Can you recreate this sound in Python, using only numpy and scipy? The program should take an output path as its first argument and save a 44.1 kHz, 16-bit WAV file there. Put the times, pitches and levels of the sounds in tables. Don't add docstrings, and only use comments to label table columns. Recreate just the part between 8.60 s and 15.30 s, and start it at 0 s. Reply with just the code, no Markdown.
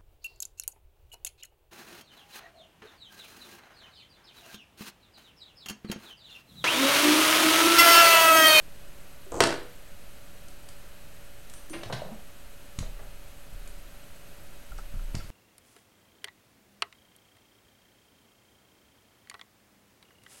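import sys
import numpy as np
from scipy import signal
from scipy.fft import rfft, irfft
from scipy.io import wavfile

SR = 44100
rng = np.random.default_rng(int(sys.argv[2]) if len(sys.argv) > 2 else 0)


def digitize_waveform(pressure):
    field = np.atleast_2d(pressure).T
    bounded = np.clip(field, -1, 1)
    quanta = np.round(bounded * 32767).astype(np.int16)
    wavfile.write(sys.argv[1], SR, quanta)


N = 295602
TIME = np.arange(N) / SR
AGE = TIME[:SR]


def from_db(db):
    return 10 ** (np.asarray(db) / 20)


def unit_energy(x):
    return x / np.sqrt(np.sum(x ** 2) + 1e-20)


def at_hz(points, hz):
    knots, values = np.transpose(points)
    return np.interp(np.log(np.maximum(hz, 1)), np.log(knots), values)


def decay(t60, age=AGE):
    return from_db(-60 * age / t60)


def add(track, start_s, sound):
    start = min(round(start_s * SR), N)
    track[start:start + len(sound)] += sound[:N - start]


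def low_pass(x, hz, order=2):
    return signal.sosfilt(signal.butter(order, hz, fs=SR, output="sos"), x)


def colour(x, spectrum):
    size = 2 * len(x)
    gain = from_db(at_hz(spectrum, np.fft.rfftfreq(size, 1 / SR)))
    cepstrum = irfft(np.log(gain))
    cepstrum[1:size // 2] *= 2
    cepstrum[size // 2 + 1:] = 0
    return irfft(rfft(x, size) * np.exp(rfft(cepstrum)))[:len(x)]


def contact(t60, scatter_db, grain_db):
    age = AGE[:SR // 4]
    swarm = rng.standard_normal(len(age))
    grain = from_db(grain_db * rng.standard_normal(len(age)))
    force = from_db(scatter_db) * unit_energy(swarm * grain * decay(t60, age))
    force[0] += 1
    return force


def ringing(modes, spread_db):
    out = np.zeros(SR)
    for k, (hz, db, t60) in enumerate(modes):
        amplitude = (-1) ** k * from_db(db + spread_db * rng.normal())
        out += amplitude * decay(t60) * np.sin(2 * np.pi * hz * AGE)
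    return out


def single_rings(rows, rise_s, waver_rad, waver_hz):
    out = np.zeros(N)
    for start_s, hz, db, t60 in rows:
        wander = np.sqrt(SR) * unit_energy(low_pass(rng.standard_normal(SR), waver_hz))
        envelope = (1 - np.exp(-AGE / rise_s)) * decay(t60)
        add(out, start_s, from_db(db) * envelope * np.sin(2 * np.pi * hz * AGE + waver_rad * wander))
    return out


def wavering_tone(hz, rate_hz, depth):
    slow_noise = low_pass(rng.standard_normal((2, N + SR)), rate_hz)[:, SR:]
    in_phase, quadrature = depth * np.sqrt(N) * unit_energy(slow_noise)
    phase = 2 * np.pi * hz * TIME
    return np.sqrt(2) * ((1 + in_phase) * np.cos(phase) + quadrature * np.sin(phase))


# (frequency [Hz], relative spectral density [dB])
HISS_SPECTRUM = [(16, 2.5), (55, -9), (120, -13), (320, -21.5), (620, -23), (1050, -27.5), (1380, -24),
                 (2200, -27.5), (3000, -27), (3550, -31), (4050, -29.5), (5200, -34.5), (8900, -33),
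                 (10700, -36), (15800, -39.5)]
# (frequency [Hz], carrier rms level [dB], modulation depth [ratio])
HUM_TONES = [(571, -63.5, .26), (646, -72, .4), (732, -79, .8), (2530, -72.5, .25), (6438, -78, .5),
             (9658, -77, .3), (9690, -74.5, .25), (12878, -77.5, .3), (12909, -67.3, .09)]


def background(hiss_db, pip_db, pip_hz):
    hiss = from_db(hiss_db) * np.sqrt(N) * unit_energy(colour(rng.standard_normal(N), HISS_SPECTRUM))
    hum = sum(from_db(db) * wavering_tone(hz, rate_hz=41.0, depth=depth) for hz, db, depth in HUM_TONES)
    first_s, period_s, width_s = 0.028, 0.1258, 0.006
    from_pip_s = (TIME - first_s + period_s / 2) % period_s - period_s / 2
    pips = from_db(pip_db) * np.exp(-(from_pip_s / width_s) ** 2) * np.sin(2 * np.pi * pip_hz * TIME)
    return hiss + hum + pips


# (frequency [Hz], T60 [s])
ROOM_DECAY = [(100, 0.35), (500, 0.44), (2000, 0.45), (5000, 0.38), (12000, 0.24)]


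def room(x, build_s):
    hz = np.fft.rfftfreq(SR, 1 / SR)
    white = rfft(rng.standard_normal(SR))
    edges_hz = np.geomspace(60, SR / 2, 9)
    tail = np.zeros(SR)
    for low, high in zip(edges_hz, edges_hz[1:]):
        band = irfft(white * (hz >= low) * (hz < high), SR)
        tail += band * decay(at_hz(ROOM_DECAY, np.sqrt(low * high)))
    response = unit_energy(tail * (1 - np.exp(-AGE / build_s)))
    return signal.fftconvolve(x, response)[:N]


# (time [s], sway gain [dB], thud gain [dB], thud cutoff [Hz], loss per rebound [dB])
STAND_BUMPS = [(4.186, -31, -24.5, 188, 5.5), (4.927, -34, -40, 160, 4), (6.111, -33, -45, 80, 0),
               (6.34, -26, -31.5, 220, 5), (6.546, -37, -27, 520, 3.5)]
# (frequency [Hz], relative level [dB], T60 [s])
STAND_MODES = [(65, -18, 0.82), (98, 1, 0.077), (136, -9.5, 0.146), (187.3, -7, 0.072), (255, -14, 0.034)]


def microphone_stand(sway_hz, sway_t60, rebounds):
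    out = np.zeros(N)
    sway = low_pass(decay(sway_t60, TIME) * np.cos(2 * np.pi * sway_hz * TIME), hz=76.5, order=3)
    modes = np.array([ringing([mode], spread_db=0) for mode in STAND_MODES])
    delays_s = np.append(0, 0.0215 * 2.14 ** np.arange(rebounds))
    for start_s, sway_db, thud_db, cutoff_hz, loss_db in STAND_BUMPS:
        add(out, start_s, from_db(sway_db) * sway)
        for k, delay_s in enumerate(delays_s):
            mode_gains = from_db(thud_db - loss_db * k + rng.normal(0, 1.8, len(modes)))
            add(out, start_s + delay_s, low_pass(mode_gains @ modes, cutoff_hz))
    return out


# (time [s], energy of the first [dB], delay of the return [s])
BUZZ_PAIRS = [(6.119, -21, 0.067), (6.342, -30, 0.051), (6.548, -25.5, .053)]
# (frequency [Hz], relative level [dB])
BUZZ_SPECTRUM = [(200, -19), (800, -2), (1080, -14), (1360, 10), (1500, 0), (1850, -18), (6000, -27)]


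def stand_buzz(return_db):
    out = np.zeros(N)
    for start_s, db, return_s in BUZZ_PAIRS:
        for delay_s, lift_db in ((0, 0), (return_s, return_db)):
            rattle = colour(contact(t60=0.06, scatter_db=12, grain_db=1.5), BUZZ_SPECTRUM)
            add(out, start_s + delay_s, from_db(db + lift_db) * unit_energy(rattle))
    return out


# (time [s], frequency [Hz], level [dB], T60 [s])
HAND_BUMPS = [(.665, 383, -44, 0.22), (3.103, 318, -36.5, 0.29), (3.142, 338, -36.5, 0.46),
              (3.26, 111, -33.5, 0.15), (3.331, 128, -31.5, .32), (3.419, 596, -20, 0.025),
              (3.517, 218, -35.5, 0.23)]


def hand_bumps():
    return single_rings(HAND_BUMPS, rise_s=0.0017, waver_rad=0.49, waver_hz=59.6)


# (time [s], pitch [Hz], level [dB])
TING_EVENTS = [(2.937, 8700, -51), (3.098, 8920, -44)]
# (frequency over pitch [ratio], relative level [dB], T60 [s])
TING_PARTIALS = [(0.684, -11, 0.63), (1.001, -0.5, 0.35), (1.172, -5, .34), (1.3, -16, 0.33)]


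def tings():
    partials = [(start_s, hz * ratio, db + partial_db, t60)
                for start_s, hz, db in TING_EVENTS for ratio, partial_db, t60 in TING_PARTIALS]
    return single_rings(partials, rise_s=0.0046, waver_rad=1.0, waver_hz=130)


# (time [s], energy [dB], spectral peak [Hz])
PAPER_TAPS = [(1.8836, -27.5, 7000), (2.088, -22.5, 8100), (2.8984, -24, 9500), (2.937, -21.5, 9500),
              (3.0974, -23.5, 9200), (4.1882, -11, 5130), (5.075, -23.5, 7450), (6.1802, -27.5, 4960),
              (6.5517, -13.5, 4940)]


def paper_taps(cutoff_hz):
    out = np.zeros(N)
    for start_s, db, hz in PAPER_TAPS:
        spectrum = [(hz / 20, -2.75), (hz / 2, -5), (hz, 0), (hz * 1.53, -1), (hz * 2.26, -12)]
        snap = colour(contact(t60=0.028, scatter_db=10, grain_db=2), spectrum)
        add(out, start_s, from_db(db) * unit_energy(low_pass(snap, cutoff_hz, order=6)))
    return out


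# (time [s], energy [dB], T60 [s], upper cutoff [Hz])
PAPER_SCUFFS = [(3.131, -9.5, 0.1, 3350), (3.232, -12, .04, 4770), (3.297, -7, 0.082, 1100),
                (3.324, -6, 0.062, 4950), (3.419, -11, 0.33, 885), (4.225, -18.5, 0.045, 1220),
                (4.39, -19.5, 0.071, 1530), (6.543, -17, 0.047, 3000)]
# (frequency [Hz], relative level [dB])
SCUFF_SPECTRUM = [(60, 17), (130, 31.5), (300, 4.5), (650, 8.5), (1050, 1.5), (2000, 0.5), (3500, -1.5),
                  (7000, -1.5), (14000, 7)]


def paper_scuffs(grip_share, low_hz):
    out = np.zeros(N)
    high_pass = signal.butter(2, low_hz, "high", fs=SR, output="sos")
    for start_s, db, t60, high_hz in PAPER_SCUFFS:
        force = contact(t60, scatter_db=0, grain_db=2.5)
        grip = 1 - np.exp(-AGE[:len(force)] / (grip_share * t60))
        rub = signal.sosfilt(high_pass, colour(force * grip, SCUFF_SPECTRUM))
        add(out, start_s, from_db(db) * unit_energy(low_pass(rub, high_hz, order=3)))
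    return out


# (frequency [Hz], relative level [dB])
KNOCK_SPECTRUM = [(100, -8), (220, -8.5), (350, -1.5), (780, -6.5), (1200, -14.5), (1700, -29), (4500, -48),
                  (9000, -63)]
TICK_SPECTRUM = [(2000, -13), (5200, -10), (6800, 4), (8500, 0), (9700, -17), (15000, -42)]


def pen_slips(start_s, first_gap_s, count):
    out = np.zeros(N)
    for k in range(count):
        release_s = start_s + first_gap_s * k ** 0.631
        knock = colour(contact(t60=0.077, scatter_db=15, grain_db=-2.5), KNOCK_SPECTRUM)
        tick = colour(contact(t60=0.012, scatter_db=2, grain_db=1), TICK_SPECTRUM)
        add(out, release_s, from_db(-6.5 - 1.2 * k) * unit_energy(knock))
        add(out, release_s, from_db(-20.5 - k) * unit_energy(tick))
    return out


# (frequency [Hz], relative level [dB], T60 [s])
DESK_AND_PEN_MODES = [(124.2, -3, 0.56), (231, 3, 0.23), (273, -4, 0.35), (340.7, 5.5, 0.37),
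                      (398, 9, 0.37), (488.5, -2.5, 0.75), (589.5, -7, 0.38), (665, 6.5, 0.37),
                      (783, -15, 0.36), (922, 8, 0.31), (1072, 2, 0.3), (1460, 1, 0.36), (1723, -2, 0.49),
                      (2680, 1, 0.38), (2870, -8, 0.35), (3710, -11, .3), (4400, -7, .25),
                      (5200, -11, 0.31), (8200, -11, 0.37)]


def desk_ring(start_s, energy_db):
    out = np.zeros(N)
    add(out, start_s, from_db(energy_db) * unit_energy(ringing(DESK_AND_PEN_MODES, spread_db=2.5)))
    return out


# (first bounce [s], energy [dB], loss per bounce [dB], treble lift [dB])
ROCKING_ENDS = [(0.824, -1.5, 1.4, 9.5), (0.8378, 6, 5, 11.5)]


def pen_bounces(count, period_s, dulling_db):
    return [(first_s + period_s * k, db - loss_db * k, lift_db - dulling_db * k)
            for first_s, db, loss_db, lift_db in ROCKING_ENDS for k in range(count)]


# (time [s], energy [dB], treble lift [dB])
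PEN_LANDING = [(.805, 13, 8.5), (.8064, 7, -11), (.812, 3, -16)]
# (frequency [Hz], relative level [dB])
CLACK_SPECTRUM = [(40, -15), (115, 2.5), (180, -2), (280, 7), (420, 8), (720, 0), (1000, -4), (1400, -2.5),
                  (2050, -11), (2700, -10), (4700, -11), (6800, -18.5), (8500, -17), (10000, -23),
                  (16000, -48)]


def pen_clacks(treble_hz, rattle_db):
    out = np.zeros(N)
    contacts = PEN_LANDING + pen_bounces(count=4, period_s=0.034, dulling_db=5)
    for k, (start_s, db, lift_db) in enumerate(contacts):
        force = contact(t60=0.025, scatter_db=-3 + rattle_db * (k > 0), grain_db=0.5)
        clack = colour(force, CLACK_SPECTRUM)
        body = low_pass(clack, treble_hz, order=1)
        treble = from_db(lift_db) * (clack - body)
        add(out, start_s, from_db(db) * unit_energy(body + treble))
    return out


def scene():
    clacks = pen_clacks(treble_hz=2500, rattle_db=7.0)
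    taps = paper_taps(cutoff_hz=10800) + tings()
    rubs = pen_slips(start_s=0.7198, first_gap_s=0.0226, count=8)
    rubs += paper_scuffs(grip_share=0.047, low_hz=420)
    desk = desk_ring(start_s=PEN_LANDING[0][0], energy_db=10.5) + hand_bumps()
    stand = microphone_stand(sway_hz=27.42, sway_t60=1.7, rebounds=4)
    reverb = room(from_db(-7.5) * clacks + from_db(-4.0) * taps + from_db(-2.5) * rubs, build_s=0.0094)
    buzz = stand_buzz(return_db=3.5)
    floor = background(hiss_db=-47.5, pip_db=-60, pip_hz=8000)
    return (floor + reverb + stand + buzz + desk + taps + rubs + clacks)[None]


def record(dry):
    ceiling, offset, cutoff_hz = 1.15, 0.0092, 15900
    rounded = ceiling * np.tanh(dry / ceiling) + offset
    return signal.sosfilt(signal.ellip(12, 0.1, 80, cutoff_hz, fs=SR, output="sos"), rounded)


dry = scene()
out = record(dry)
digitize_waveform(out)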